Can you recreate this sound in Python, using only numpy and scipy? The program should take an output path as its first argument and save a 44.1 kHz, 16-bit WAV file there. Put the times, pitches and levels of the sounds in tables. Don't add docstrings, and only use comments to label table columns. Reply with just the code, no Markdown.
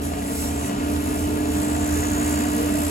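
import sys
import numpy as np
from scipy import signal
from scipy.fft import rfft, irfft
from scipy.io import wavfile
from scipy.ndimage import uniform_filter1d

SR = 44100
rng = np.random.default_rng(int(sys.argv[2]) if len(sys.argv) > 2 else 0)


def generate_wav(sig):
    pcm = np.round(np.clip(np.atleast_2d(sig).T, -1, 1) * 32767).astype(np.int16)
    wavfile.write(sys.argv[1], SR, pcm)


N = 127890
SIDES = np.array([[-1], [1]])


def undb(db):
    return 10 ** (np.asarray(db) / 20)


def unit(x):
    return x / np.sqrt(np.mean(x ** 2))


def curve(table):
    times, *cols = np.array(table, float).T
    return [np.interp(np.arange(N) / SR, times, c) for c in cols]


def by_pitch(table):
    hz, *cols = np.array(table, float).T
    bin_hz = np.arange(N // 2 + 1) * SR / N
    return [np.interp(np.log(bin_hz + 1), np.log(hz), c) for c in cols]


def colour(x, spectrum):
    return unit(irfft(rfft(x) * undb(by_pitch(spectrum)[0]), N))


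def walk(rate):
    k = max(int(SR / rate), 1)
    held = np.repeat(rng.standard_normal(N // k + 2), k)
    return unit(uniform_filter1d(uniform_filter1d(held, k), k)[:N])


def ears(pair, table):
    tilt_db, lead, likeness = by_pitch(table)
    likeness = np.clip(likeness, 0, 1)
    a, b = rfft(pair)
    both = np.sqrt(1 + likeness) * a + SIDES * np.sqrt(1 - likeness) * b
    return irfft(both * undb(SIDES * tilt_db / 2) * np.exp(-.5j * SIDES * lead), N)


def echoes(x, table):
    hz = np.arange(N + 1) * SR / (2 * N)
    response = 1 + sum(undb(db) * np.exp(-2j * np.pi * hz * delay) for delay, db in table)
    response = response / np.sqrt(np.mean(abs(response) ** 2))
    return irfft(rfft(x, 2 * N) * response)[:, :N]


def tones(hz, table, flutter_db):
    phase = 2 * np.pi * np.cumsum(hz) / SR
    out = 0
    for multiple, db, tilt_db, lead in table:
        level = undb(db + SIDES * tilt_db / 2 + flutter_db * walk(22.13))
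        out = out + level * np.sin(round(multiple) * phase - SIDES * lead / 2)
    return np.sqrt(2) * out


def resonance(centre_hz, width_hz, wander=0):
    lowpass = signal.butter(2, width_hz / 2, fs=SR, output="sos")
    noise = rng.standard_normal((2, 2, N + SR // 4))
    narrow = signal.sosfilt(lowpass, noise)[..., -N:]
    phase = 2 * np.pi * np.cumsum(centre_hz * (1 + wander * walk(7))) / SR
    return unit(narrow[0] * np.sin(phase) + narrow[1] * np.cos(phase))


# t/s, level/dB
FAN_DB = [(0, -31.5), (.7, -31.5), (.85, -27), (1.15, -29.5), (1.36, -26), (2.2, -26.5), (2.8, -25.5),
          (2.9, -27)]
# multiple of the blade rate, level/dB, right ear louder by/dB, left ear leads by/rad
FAN_TONES = [(1, 0.5, 4.5, 0.53), (2, -13, -2, 2.23)]
FAN_FLUTTER_DB = 0.6


def fan(blade_hz):
    return tones(blade_hz, FAN_TONES, FAN_FLUTTER_DB) * undb(curve(FAN_DB)[0])


# t/s, level/dB
BOOM_DB = [(0, -34), (.3, -36), (.6, -28.5), (.75, -42), (.95, -29.5), (1.08, -36), (1.3, -33), (1.65, -35),
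           (1.78, -32.5), (1.95, -29), (2.22, -36), (2.36, -29), (2.55, -36), (2.9, -28.5)]
# multiple of the turn rate, level/dB, right ear louder by/dB, left ear leads by/rad
CRANK_TONES = [(5, -40.5, -1, .13), (8, -50.5, 1, .5), (9, -52, -3, .8), (18, -56, -5, 1.5)]
BOOM_WAVER = 0.022
BOOM_RIGHT_DB, CRANK_FLUTTER_DB = 3, 2


def crank(turn_hz):
    wavering_hz = turn_hz * (1 + BOOM_WAVER * walk(16.1))
    boom = tones(wavering_hz, [(2, 0, BOOM_RIGHT_DB, 0.0041)], CRANK_FLUTTER_DB)
    return boom * undb(curve(BOOM_DB)[0]) + tones(turn_hz, CRANK_TONES, CRANK_FLUTTER_DB)


# t/s, low drone level/dB, high drone level/dB
DRONE_DB = [(0, -41, -47), (.16, -42, -34), (.35, -41, -49), (.7, -45, -39), (1.1, -45, -53),
            (1.5, -38.5, -45), (1.8, -54, -37), (1.95, -46, -53), (2.5, -42, -39), (2.66, -32, -42),
            (2.75, -51, -32), (2.9, -41, -39)]
# f/Hz, level/dB against the clatter
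PANEL_RINGS = [(893, -10.5), (1238, -13), (1432, -13.5), (1690, -16.5), (1920, -17), (2385, -20),
               (2660, -17.5), (2910, -18)]
# t/s, level/dB
CLATTER_DB = [(0, -40), (.8, -37), (1.5, -38), (1.9, -36.5), (2.4, -35), (2.9, -35)]
# f/Hz, right ear louder by/dB, left ear leads by/rad, likeness/0-1
ENGINE_EARS = [(30, 1, 0, .99), (80, 1.4, 0, .99), (165, -1, 0, .98), (260, 2, .5, .95), (420, -3, .7, .85),
               (680, -4.5, 2.1, .75), (1100, -2.5, 2.6, .65), (1400, -2, 3.6, .65), (1900, -2, 5.4, .6),
               (2600, -1, 6.1, .6), (3500, -1, 9, .5), (5000, 0, 7, .3)]
LOW_DRONE, HIGH_DRONE = (430, 33), (685, 75)  # centre/Hz, width/Hz
RING_WIDTH_HZ = 20
DRONE_WANDER, RING_WANDER = .03, .008


def housing():
    low_db, high_db = curve(DRONE_DB)
    low = resonance(*LOW_DRONE, DRONE_WANDER) * undb(low_db)
    high = resonance(*HIGH_DRONE, DRONE_WANDER) * undb(high_db)
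    rings = sum(undb(db) * resonance(hz, RING_WIDTH_HZ, RING_WANDER) for hz, db in PANEL_RINGS)
    return ears(low + high + rings * undb(curve(CLATTER_DB)[0]), ENGINE_EARS) / np.sqrt(2)


# f/Hz, level/dB per Hz (relative)
RUMBLE = [(22, -36), (36, -22), (50, -3), (66, 0.5), (100, -5.5), (118, -11), (136, -1), (168, -11),
          (210, -2), (255, 2.5), (320, -9.5), (360, -10.5), (425, -6), (475, -10), (530, -19), (600, -10),
          (700, -6.5), (800, -17), (920, -12.5), (1200, -40.5), (2500, -65)]
# t/s, level/dB
RUMBLE_DB = [(0, -30.5), (.7, -28), (.9, -27.5), (2.1, -27), (2.4, -27.5), (2.9, -28.5)]
# f/Hz, level/dB per Hz (relative)
CLATTER = [(400, -22), (800, -4.5), (1100, 3), (1800, -4), (2700, -5), (3500, -8.5), (5000, -12),
           (8000, -19), (15000, -71)]
# delay t/s, level/dB
WALL = [(.00415, -14), (.006, -20), (.017, -17)]
FIRINGS_PER_TURN = 1.5
KNOCK_DECAY, KNOCK_SCATTER_DB = 0.15, 5
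RUMBLE_KNOCK, CLATTER_KNOCK = 0.45, 0.49
CLATTER_REPEAT = 0.38


def diesel(turn_hz):
    firings = np.cumsum(turn_hz * FIRINGS_PER_TURN) / SR
    sizes = undb(KNOCK_SCATTER_DB * rng.standard_normal(N // 100))
    knock = sizes[firings.astype(int)] * np.exp(-(firings % 1) / KNOCK_DECAY)

    rumble = rng.standard_normal((2, N)) * (1 + RUMBLE_KNOCK * knock)
    rumble = colour(ears(rumble, ENGINE_EARS), RUMBLE)

    turns_into_cycle = firings / FIRINGS_PER_TURN % 2
    place = (turns_into_cycle * SR / turn_hz.mean()).astype(int)
    repeating = rng.standard_normal((2, N))[:, place]
    rattle = rng.standard_normal((2, N)) + CLATTER_REPEAT * repeating
    rattle = echoes(rattle * (1 + CLATTER_KNOCK * knock), WALL)
    clatter = colour(ears(rattle, ENGINE_EARS), CLATTER)
    return rumble * undb(curve(RUMBLE_DB)[0]) + clatter * undb(curve(CLATTER_DB)[0])


# f/Hz, level/dB per Hz (relative)
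HISS = [(2500, -16), (4200, -10), (5400, -7.5), (6400, -3), (7300, -1), (8400, 1.3), (9900, 2),
        (11000, -.5), (12200, -3.5), (14000, -8), (15800, -15.5)]
JET_BAND_HZ, JET_FLICKER_DB, JET_FLICKER_PER_S = 170, 2.1, 9


def jet():
    noise = rfft(colour(rng.standard_normal((2, N)), HISS))
    band = (np.arange(N // 2 + 1) * SR / N / JET_BAND_HZ).astype(int)
    groups = rng.integers(0, 24, band.max() + 1)[band]
    out = 0
    for k in np.unique(groups):
        flicker = undb(JET_FLICKER_DB * walk(JET_FLICKER_PER_S))
        out = out + irfft(noise * (groups == k), N) * flicker
    return unit(out)


# middle t/s, length t/s (between the 1/e points), f/Hz, peak level/dB
WHISTLES = [(.43, .16, 3940, -51), (.42, .14, 4500, -52), (.43, .18, 5510, -46), (.44, .14, 5880, -47),
            (.66, .12, 6000, -50), (.6, .6, 6850, -51), (1.5, .5, 7000, -46), (1.98, .4, 5780, -50),
            (2.2, .9, 6640, -46), (2.1, .7, 6940, -44), (2.33, .2, 7490, -43), (2.38, .14, 4800, -51),
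            (2.84, .16, 7600, -41)]
WHISTLE_WIDTH_HZ = 77


def whistles():
    t = np.arange(N) / SR
    out = 0
    for middle, length, hz, db in WHISTLES:
        swell = np.exp(-(2 * (t - middle) / length) ** 2)
        out = out + undb(db) * swell * resonance(hz, WHISTLE_WIDTH_HZ)
    return out


# t/s, hiss level/dB
FLOW = [(0, -59), (.02, -40), (.045, -35.5), (.11, -40.5), (.3, -34.5), (.43, -32.5), (.55, -38.5),
        (.67, -34), (.72, -41.5), (.76, -43), (.9, -37.5), (1.15, -35.5), (1.36, -38), (1.7, -34),
        (2.3, -34.5), (2.5, -33), (2.75, -33.5), (2.9, -31)]
# t/s, rate f/Hz, depth (exponent of the puffs)
CHATTER = [(0, 56.5, .14), (.88, 58.5, .1), (1.03, 58.5, .34), (1.25, 61, .32), (1.6, 61.2, .29),
           (1.85, 62, .42), (2.2, 62, .43), (2.5, 62.8, .4), (2.9, 62.9, .42)]
# t/s, centre f/Hz, level/dB
SING = [(0, 7570, -61), (.42, 7844, -41), (.8, 7300, -50), (1.4, 7050, -67), (1.58, 6970, -48),
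        (1.72, 7570, -41.5), (1.85, 7060, -46), (2.12, 6950, -42.5), (2.22, 7520, -46), (2.4, 7150, -40),
        (2.66, 7120, -51), (2.72, 7520, -43), (2.88, 7700, -45)]
# delay t/s, level/dB
PANELS = [(.0019, -18), (.0042, -14), (.0065, -15), (.0155, -11), (.017, -12), (.032, -15)]
# f/Hz, right ear louder by/dB, left ear leads by/rad, likeness/0-1
HISS_EARS = [(3000, 0, 1, .3), (5000, 0, 1.8, .3), (5900, 3, 1.7, .55), (6900, 0, 0, .88),
             (7500, -.7, -.4, .88), (9200, 0, -3.14, .95), (10300, 0, -4.5, .78), (11400, 0, -6.28, .92),
             (12500, 0, -7.7, .72), (13700, 0, -9.42, .95), (15600, 0, -12.4, .8)]
SING_WIDTH_HZ, FLOW_FLUTTER_DB = 850, 0.9
CHATTER_WAVER = .004


def valve():
    rate, depth = curve(CHATTER)
    phase = 2 * np.pi * np.cumsum(rate * (1 + CHATTER_WAVER * walk(20))) / SR
    puffs = unit(np.exp(depth * np.cos(phase)))
    hiss = jet() * undb(curve(FLOW)[0] + FLOW_FLUTTER_DB * walk(18))
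    centre_hz, sing_db = curve(SING)
    sing = resonance(centre_hz, SING_WIDTH_HZ) * undb(sing_db)
    oil = (hiss + sing + whistles()) * puffs
    return ears(echoes(oil, PANELS), HISS_EARS) / np.sqrt(2)


# t/s, level/dB
POUR = [(0, -64), (1.1, -60), (1.5, -39.5), (1.9, -37), (2.4, -36.5), (2.9, -50)]
# f/Hz, level/dB per Hz (relative)
SOIL = [(30, -35), (100, -10), (300, -5), (900, -1.5), (1600, 0.5), (2400, -13), (4000, -15), (10000, -35)]
CRUMBS_PER_S, CRUMB_SCATTER_DB = 900, 0.5


def soil():
    landings = rng.random((2, N)) < CRUMBS_PER_S / SR
    crumbs = landings * rng.standard_normal((2, N))
    crumbs = crumbs * undb(CRUMB_SCATTER_DB * rng.standard_normal((2, N)))
    return colour(ears(echoes(crumbs, WALL), ENGINE_EARS), SOIL) * undb(curve(POUR)[0])


# t/s, level/dB, f/Hz
CLODS = [(2.391, -23.5, 235), (2.545, -25, 232), (2.738, -24, 206.6), (2.785, -26, 230)]
# f/Hz, level/dB per Hz (relative)
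THUD = [(25, -40), (60, -15), (150, -20), (210, 4.5), (260, 3), (350, -14), (900, -32), (3000, -51)]
THUD_RISE_S, THUD_GRIT_DB = 0.01, -7.5


def clods():
    grit = undb(THUD_GRIT_DB) * colour(rng.standard_normal(N), THUD)
    out = 0
    for start, db, hz in CLODS:
        age = np.maximum(np.arange(N) / SR - start, 0)
        swell = age / THUD_RISE_S * np.exp(1 - age / THUD_RISE_S)
        ring = np.sqrt(2) * np.sin(2 * np.pi * hz * age)
        out = out + undb(db) * swell * (ring + grit)
    return out


# t/s, blade rate f/Hz
FAN = [(0, 286.6), (.68, 286.6), (.84, 293.4), (1.15, 296.8), (1.75, 297.4), (2.65, 296), (2.9, 292.5)]
BLADES_PER_TURN = 7.3
SPEED_WAVER = .002


def scene():
    blade_hz = curve(FAN)[0] * (1 + SPEED_WAVER * walk(15))
    turn_hz = blade_hz / BLADES_PER_TURN
    engine = crank(turn_hz) + housing() + diesel(turn_hz)
    return fan(blade_hz) + engine + valve() + soil() + clods()


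TOP_HZ = 15850


def record(dry):
    return signal.sosfilt(signal.ellip(10, .2, 80, TOP_HZ, fs=SR, output="sos"), dry)


dry = scene()
out = record(dry)
generate_wav(out)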